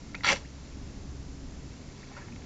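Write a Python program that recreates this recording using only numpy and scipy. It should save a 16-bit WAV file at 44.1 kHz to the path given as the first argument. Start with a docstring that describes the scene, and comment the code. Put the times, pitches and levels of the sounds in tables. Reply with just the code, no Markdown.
"""A distant engine hums over outdoor rumble and steady hiss; mud crackles faintly under shifting weight.
Almost at once a rubber boot is pulled out of the wet mud: the seal snaps, air pockets pop,
and mud films tear in a dense, frothy crackle that rings the footprint.
At about two seconds the boot is set down with a soft squish, a few small bubbles and settling ticks."""
import sys
import numpy as np
from scipy import signal
from scipy.fft import rfft, irfft, next_fast_len
from scipy.io import wavfile
from scipy.ndimage import uniform_filter1d

SR = 44100
rng = np.random.default_rng(int(sys.argv[2]) if len(sys.argv) > 2 else 0)


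def digitize_waveform(pressure):
    """Quantize a signal to 16-bit integers and store it at the path in sys.argv[1].

    Rows of a 2-D input are taken as channels; values are limited to [-1, 1].
    """
    field = np.atleast_2d(pressure).T
    bounded = np.clip(field, -1, 1)
    quanta = np.round(bounded * 32767).astype(np.int16)
    wavfile.write(sys.argv[1], SR, quanta)


N = 108045
T = np.arange(N) / SR


def undb(db):
    """Decibels to gain."""
    return 10 ** (np.asarray(db) / 20)


def unit(x):
    """Scale to rms 1."""
    return x / np.sqrt(np.mean(x ** 2))


def steady(x):
    """Hold the short-term rms at 1 and keep the grain."""
    return x / np.sqrt(np.abs(uniform_filter1d(x ** 2, 500)) + 1e-12)


def fader(points, outside_db=None):
    """Gain riding through (time [s], level [dB]) points."""
    return undb(np.interp(T, *np.array(points).T, left=outside_db, right=outside_db))


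def walk(rate_hz):
    """Smooth random wander with a spread near 1."""
    hold = int(SR / rate_hz)
    steps = np.repeat(rng.standard_normal(N // hold + 1), hold)
    return 1.24 * uniform_filter1d(uniform_filter1d(steps, hold), hold)[:N]


def colour(x, points):
    """Causal EQ through (frequency [Hz], gain [dB]) points."""
    hz, db = np.array(points, float).T
    size = next_fast_len(2 * N)
    freqs = np.maximum(np.fft.rfftfreq(size, 1 / SR), 1)
    gain = undb(np.interp(np.log(freqs), np.log(hz), db))
    cepstrum = irfft(np.log(gain), size)
    cepstrum[1:size // 2] *= 2  # minimum phase: no ringing ahead of a click
    cepstrum[size // 2 + 1:] = 0
    return irfft(rfft(x, size) * np.exp(rfft(cepstrum)), size)[:N]


def band(x, hz, kind, order=2):
    """Butterworth filter."""
    return signal.sosfilt(signal.butter(order, hz, kind, fs=SR, output="sos"), x + 1e-18)


def add(out, start_s, sound):
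    """Mix a sound in at a time."""
    i = int(start_s * SR)
    out[i:i + len(sound)] += sound[:N - i]


def clicks(per_s, spread_db):
    """Random clicks, many small and a few large."""
    hit = rng.random(N) < per_s / SR
    size = np.minimum(rng.exponential(size=N), 4)
    return hit * rng.choice([-1, 1], N) * undb(spread_db * size)


def engine():
    """A distant engine: four low partials waver in pitch and level, and the lowest throbs."""
    # engine partials (frequency [Hz], base level [dB], pitch waver [fraction])
    partials = [(64.4, -51.5, 0.048), (134, -56.5, .012), (275.8, -59, 0.00848), (396.6, -65, 0.00523)]
    # throb of the lowest partial (time [s], gain [dB])
    throb = [(0, -7), (.45, 3), (.95, 0.5), (1.2, 6), (1.4, 1.5), (1.7, 1), (1.9, -11), (2.45, -11)]
    tones = []
    for hz, db, waver in partials:
        level = undb(db + 1.9 * walk(5.67))
        pitch = hz * (1 + waver * walk(8.85))
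        tones.append(level * np.sqrt(2) * np.sin(2 * np.pi * np.cumsum(pitch) / SR))
    return tones[0] * fader(throb) + sum(tones[1:])


def outdoor_air():
    """A bed of smooth hiss over a rumble that swells and sinks."""
    # tone of the rumble and hiss (frequency [Hz], relative level [dB])
    spectrum = [(12, -14.5), (26, -0.5), (42, -5.5), (75, -4.5), (115, -9.5), (170, -9.5), (285, -10),
                (370, -18.5), (480, -21), (800, -27), (1400, -31), (3200, -35), (5500, -32), (7200, -33)]
    level_db, swell_db = -43.5, 2
    air = unit(colour(rng.standard_normal(N), spectrum)) * undb(level_db)
    rumble = band(air, 400, "lowpass", order=1)
    return air + rumble * (undb(swell_db * walk(6.95)) - 1)


def hollow(x):
    """Clicks heard directly and through the resonances of the footprint."""
    # resonances of the wet hollow round the boot (frequency [Hz], width [Hz], gain [dB])
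    modes = [(582, 48, -1.5), (821, 33, -8), (984, 150, -4), (1346, 55, -3), (1730, 88, -8), (1860, 90, -5),
             (2124, 94, 0.5), (2250, 50, -6), (2610, 46, -2), (3350, 110, -11), (3760, 130, -12),
             (4130, 150, -6.5), (4550, 79, -3.5), (5620, 130, -9)]
    direct_db = -13
    ring = sum(undb(db) * signal.lfilter(*signal.iirpeak(hz, hz / width, fs=SR), x + 1e-18)
               for hz, width, db in modes)
    return undb(direct_db) * x + ring


def creep():
    """Mud crackles faintly as the weight shifts."""
    # crackle under the sole (time [s], level [dB])
    levels = [(0, -63.5), (.5, -64), (.9, -61), (1.2, -75), (1.6, -66), (1.75, -61), (1.85, -63),
              (2.0, -56.5), (2.15, -58), (2.3, -64.5), (2.45, -60)]
    crackle = hollow(clicks(per_s=700, spread_db=2))
    return unit(band(crackle, 6000, "lowpass")) * fader(levels)


def snaps():
    """Single films break with a wet, smeared tick that rings the hollow."""
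    # snaps of the seal and of the settling mud (time [s], peak [dB], low-pass cutoff [Hz])
    breaks = [(.1453, -31, 2500), (.1508, -23, 6070), (.2068, -37, 2800), (.2358, -21.5, 5050),
              (.2457, -14, 4600), (0.2477, -17, 3000), (.2648, -12.5, 4880), (.321, -15.5, 6000),
              (.329, -15.5, 3900), (.3615, -26.5, 4000), (2.2845, -40, 2300), (2.3235, -42, 3020),
              (2.361, -37.5, 3330), (2.4215, -38.5, 3200)]
    smear_s, smear_db = 0.00057, -15.5
    out = np.zeros(N)
    t = T[:4096]
    for start, db, cutoff in breaks:
        smear = undb(smear_db) * rng.standard_normal(len(t)) * np.exp(-t / smear_s)
        tick = hollow((t == 0) + smear)
        snap = band(band(tick, 890, "highpass"), cutoff, "lowpass", order=6)
        add(out, start, undb(db) * snap / np.abs(snap).max())
    return out


def bubble(hz, decay_s, glide, attack_s):
    """One bubble: a quickly fading ring that glides in octaves per second, up to a limit."""
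    t = T[:int(6 * decay_s * SR) + 2]
    envelope = (1 - np.exp(-t / attack_s)) ** 2 * np.exp(-t / decay_s)
    pitch = hz * 2 ** np.clip(glide * t, -1, .8)
    return envelope / envelope.max() * np.sin(2 * np.pi * np.cumsum(pitch) / SR)


def pops():
    """Each air pocket rings briefly and unevenly, gliding in pitch as it opens."""
    # air pockets (time [s], pitch [Hz], level [dB], decay [s], glide [octaves/s])
    pockets = [(.1456, 2155, -31, .0026, 16), (0.147, 1390, -38.5, 0.0038, 5),
               (.154, 2400, -40.5, 0.0086, 7), (0.2072, 1963, -38, .0025, 6),
               (0.2441, 1332, -24, 0.0041, 10), (.2895, 2120, -16.5, 0.0034, 9.5),
               (.3, 2030, -16, 0.0026, 16), (0.305, 168.6, -35, .012, -2), (.3268, 579.5, -24, 0.0094, -8),
               (.361, 965, -43, 0.0082, -3), (0.447, 1580, -47.5, 0.011, 50.5),
               (2.028, 1606, -47.5, 0.0094, 50), (2.114, 777, -43.5, 0.0064, 6),
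               (2.166, 1406, -43, 0.0063, 6), (2.212, 1654, -50.5, .022, 3.5),
               (2.3225, 2280, -46, 0.0023, 41)]
    roughness = 0.24
    out = np.zeros(N)
    for start, hz, db, decay, glide in pockets:
        add(out, start, undb(db) * bubble(hz, decay, glide, attack_s=0.00064))
    return out * (1 + roughness * walk(900))


def froth(start, end):
    """A swarm of tiny bubbles bursts in the mud; the higher ones are shorter and stronger."""
    per_s, low_hz, high_hz = 1500, 494, 6980
    decay_cycles, octaves_per_decay = 3.25, 0.072
    out = np.zeros(N)
    for when, height, strength in rng.random((int(per_s * (end - start)), 3)):
        hz = low_hz * (high_hz / low_hz) ** height
        decay = decay_cycles / hz
        ring = bubble(hz, decay, octaves_per_decay / decay, attack_s=.5 / hz)
        add(out, start + when * (end - start), strength * ring * hz / high_hz)
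    return out


def tearing():
    """Mud films tear and froth as the boot lifts; the sound widens and deepens as the hollow opens."""
    # level of the tearing mud by register
    # (time [s], lows [dB], low mids [dB], mids [dB], high mids [dB], treble [dB], top [dB])
    contour = [(.234, -69, -76, -80, -60, -41, -68), (.24, -62, -57, -50, -43, -40, -50),
               (0.248, -61, -43, -38.5, -46, -31, -37), (.257, -47, -64, -40, -27.5, -37.5, -37),
               (.265, -41, -37.5, -37.5, -30.5, -34, -37.5), (0.289, -46.5, -40, -31, -23, -31.5, -29.5),
               (.308, -39.5, -37.5, -31, -30, -33, -32), (0.331, -38, -29.5, -39.5, -31, -37.5, -32.5),
               (.343, -44.5, -45, -43, -43, -50, -43), (.368, -60, -63, -65, -49, -49.5, -46),
               (.39, -62, -70, -63, -59, -62, -56), (.44, -71, -68, -61, -71, -72, -66)]
    # the six registers of the tear (low edge [Hz], high edge [Hz])
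    registers = [(120, 400), (400, 800), (800, 1600), (1600, 2800), (2800, 5000), (5000, 9000)]
    # tone of a tearing film (frequency [Hz], gain [dB])
    film_eq = [(150, 4), (400, -1.5), (1000, -6), (1550, -2), (1800, -2), (2500, 0), (3400, 6.5), (4500, 1),
               (5000, -1), (6100, 0), (6500, -4), (7300, 1.5), (8500, 7)]
    froth_db = -6
    times, *levels = np.array(contour).T
    rips = steady(clicks(per_s=4800, spread_db=2.5))
    bubbles = undb(froth_db) * steady(froth(times[0], times[-1]))
    crackle = colour(hollow(rips + bubbles), film_eq)
    out = np.zeros(N)
    for edges, db in zip(registers, levels):
        layer = steady(band(crackle, edges, "bandpass", order=4))
        out += layer * fader(np.column_stack([times, db]), outside_db=-120)
    return out


def squish():
    """The sole presses back into the mud and squeezes out a soft, dull crackle."""
    # tone of squeezed mud (frequency [Hz], gain [dB])
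    squish_eq = [(300, -12), (600, -4), (900, 2), (1500, 0.5), (2100, -3.5), (2700, -7), (3300, -19),
                 (7500, -12)]
    # squish under the sole (time [s], level [dB])
    levels = [(2.08, -69), (2.13, -55), (2.162, -53.5), (2.174, -43), (2.2, -51), (2.222, -53), (2.25, -59),
              (2.3, -60)]
    crackle = hollow(clicks(per_s=1500, spread_db=2.5))
    return steady(colour(crackle, squish_eq)) * fader(levels, outside_db=-120)


def bank_scatter(x):
    """The bank throws back a short, diffuse reflection."""
    gain_db, decay_s, predelay_s = -14.5, 0.029, 0.003
    t = T[:SR // 4]
    tail = rng.standard_normal(len(t)) * np.exp(-t / decay_s) * (t > predelay_s)
    return undb(gain_db) * signal.fftconvolve(x, tail / np.linalg.norm(tail))[:N]


def scene():
    """Engine and outdoor air behind the mud and its scatter from the bank, in mono."""
    background = engine() + outdoor_air()
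    mud = creep() + snaps() + pops() + tearing() + squish()
    return (background + mud + bank_scatter(mud))[None]


def record(dry):
    """The microphone dulls the highest treble and a steep low-pass cuts the top."""
    # treble response of the microphone (frequency [Hz], gain [dB])
    mic_eq = [(7400, -0.5), (7700, -17), (7900, -36), (8600, -20), (8900, -33.5)]
    top_hz = 8900
    high_cut = signal.ellip(10, .2, 70, top_hz, fs=SR, output="sos")
    return signal.sosfilt(high_cut, colour(dry[0], mic_eq))[None]


dry = scene()
out = record(dry)
digitize_waveform(out)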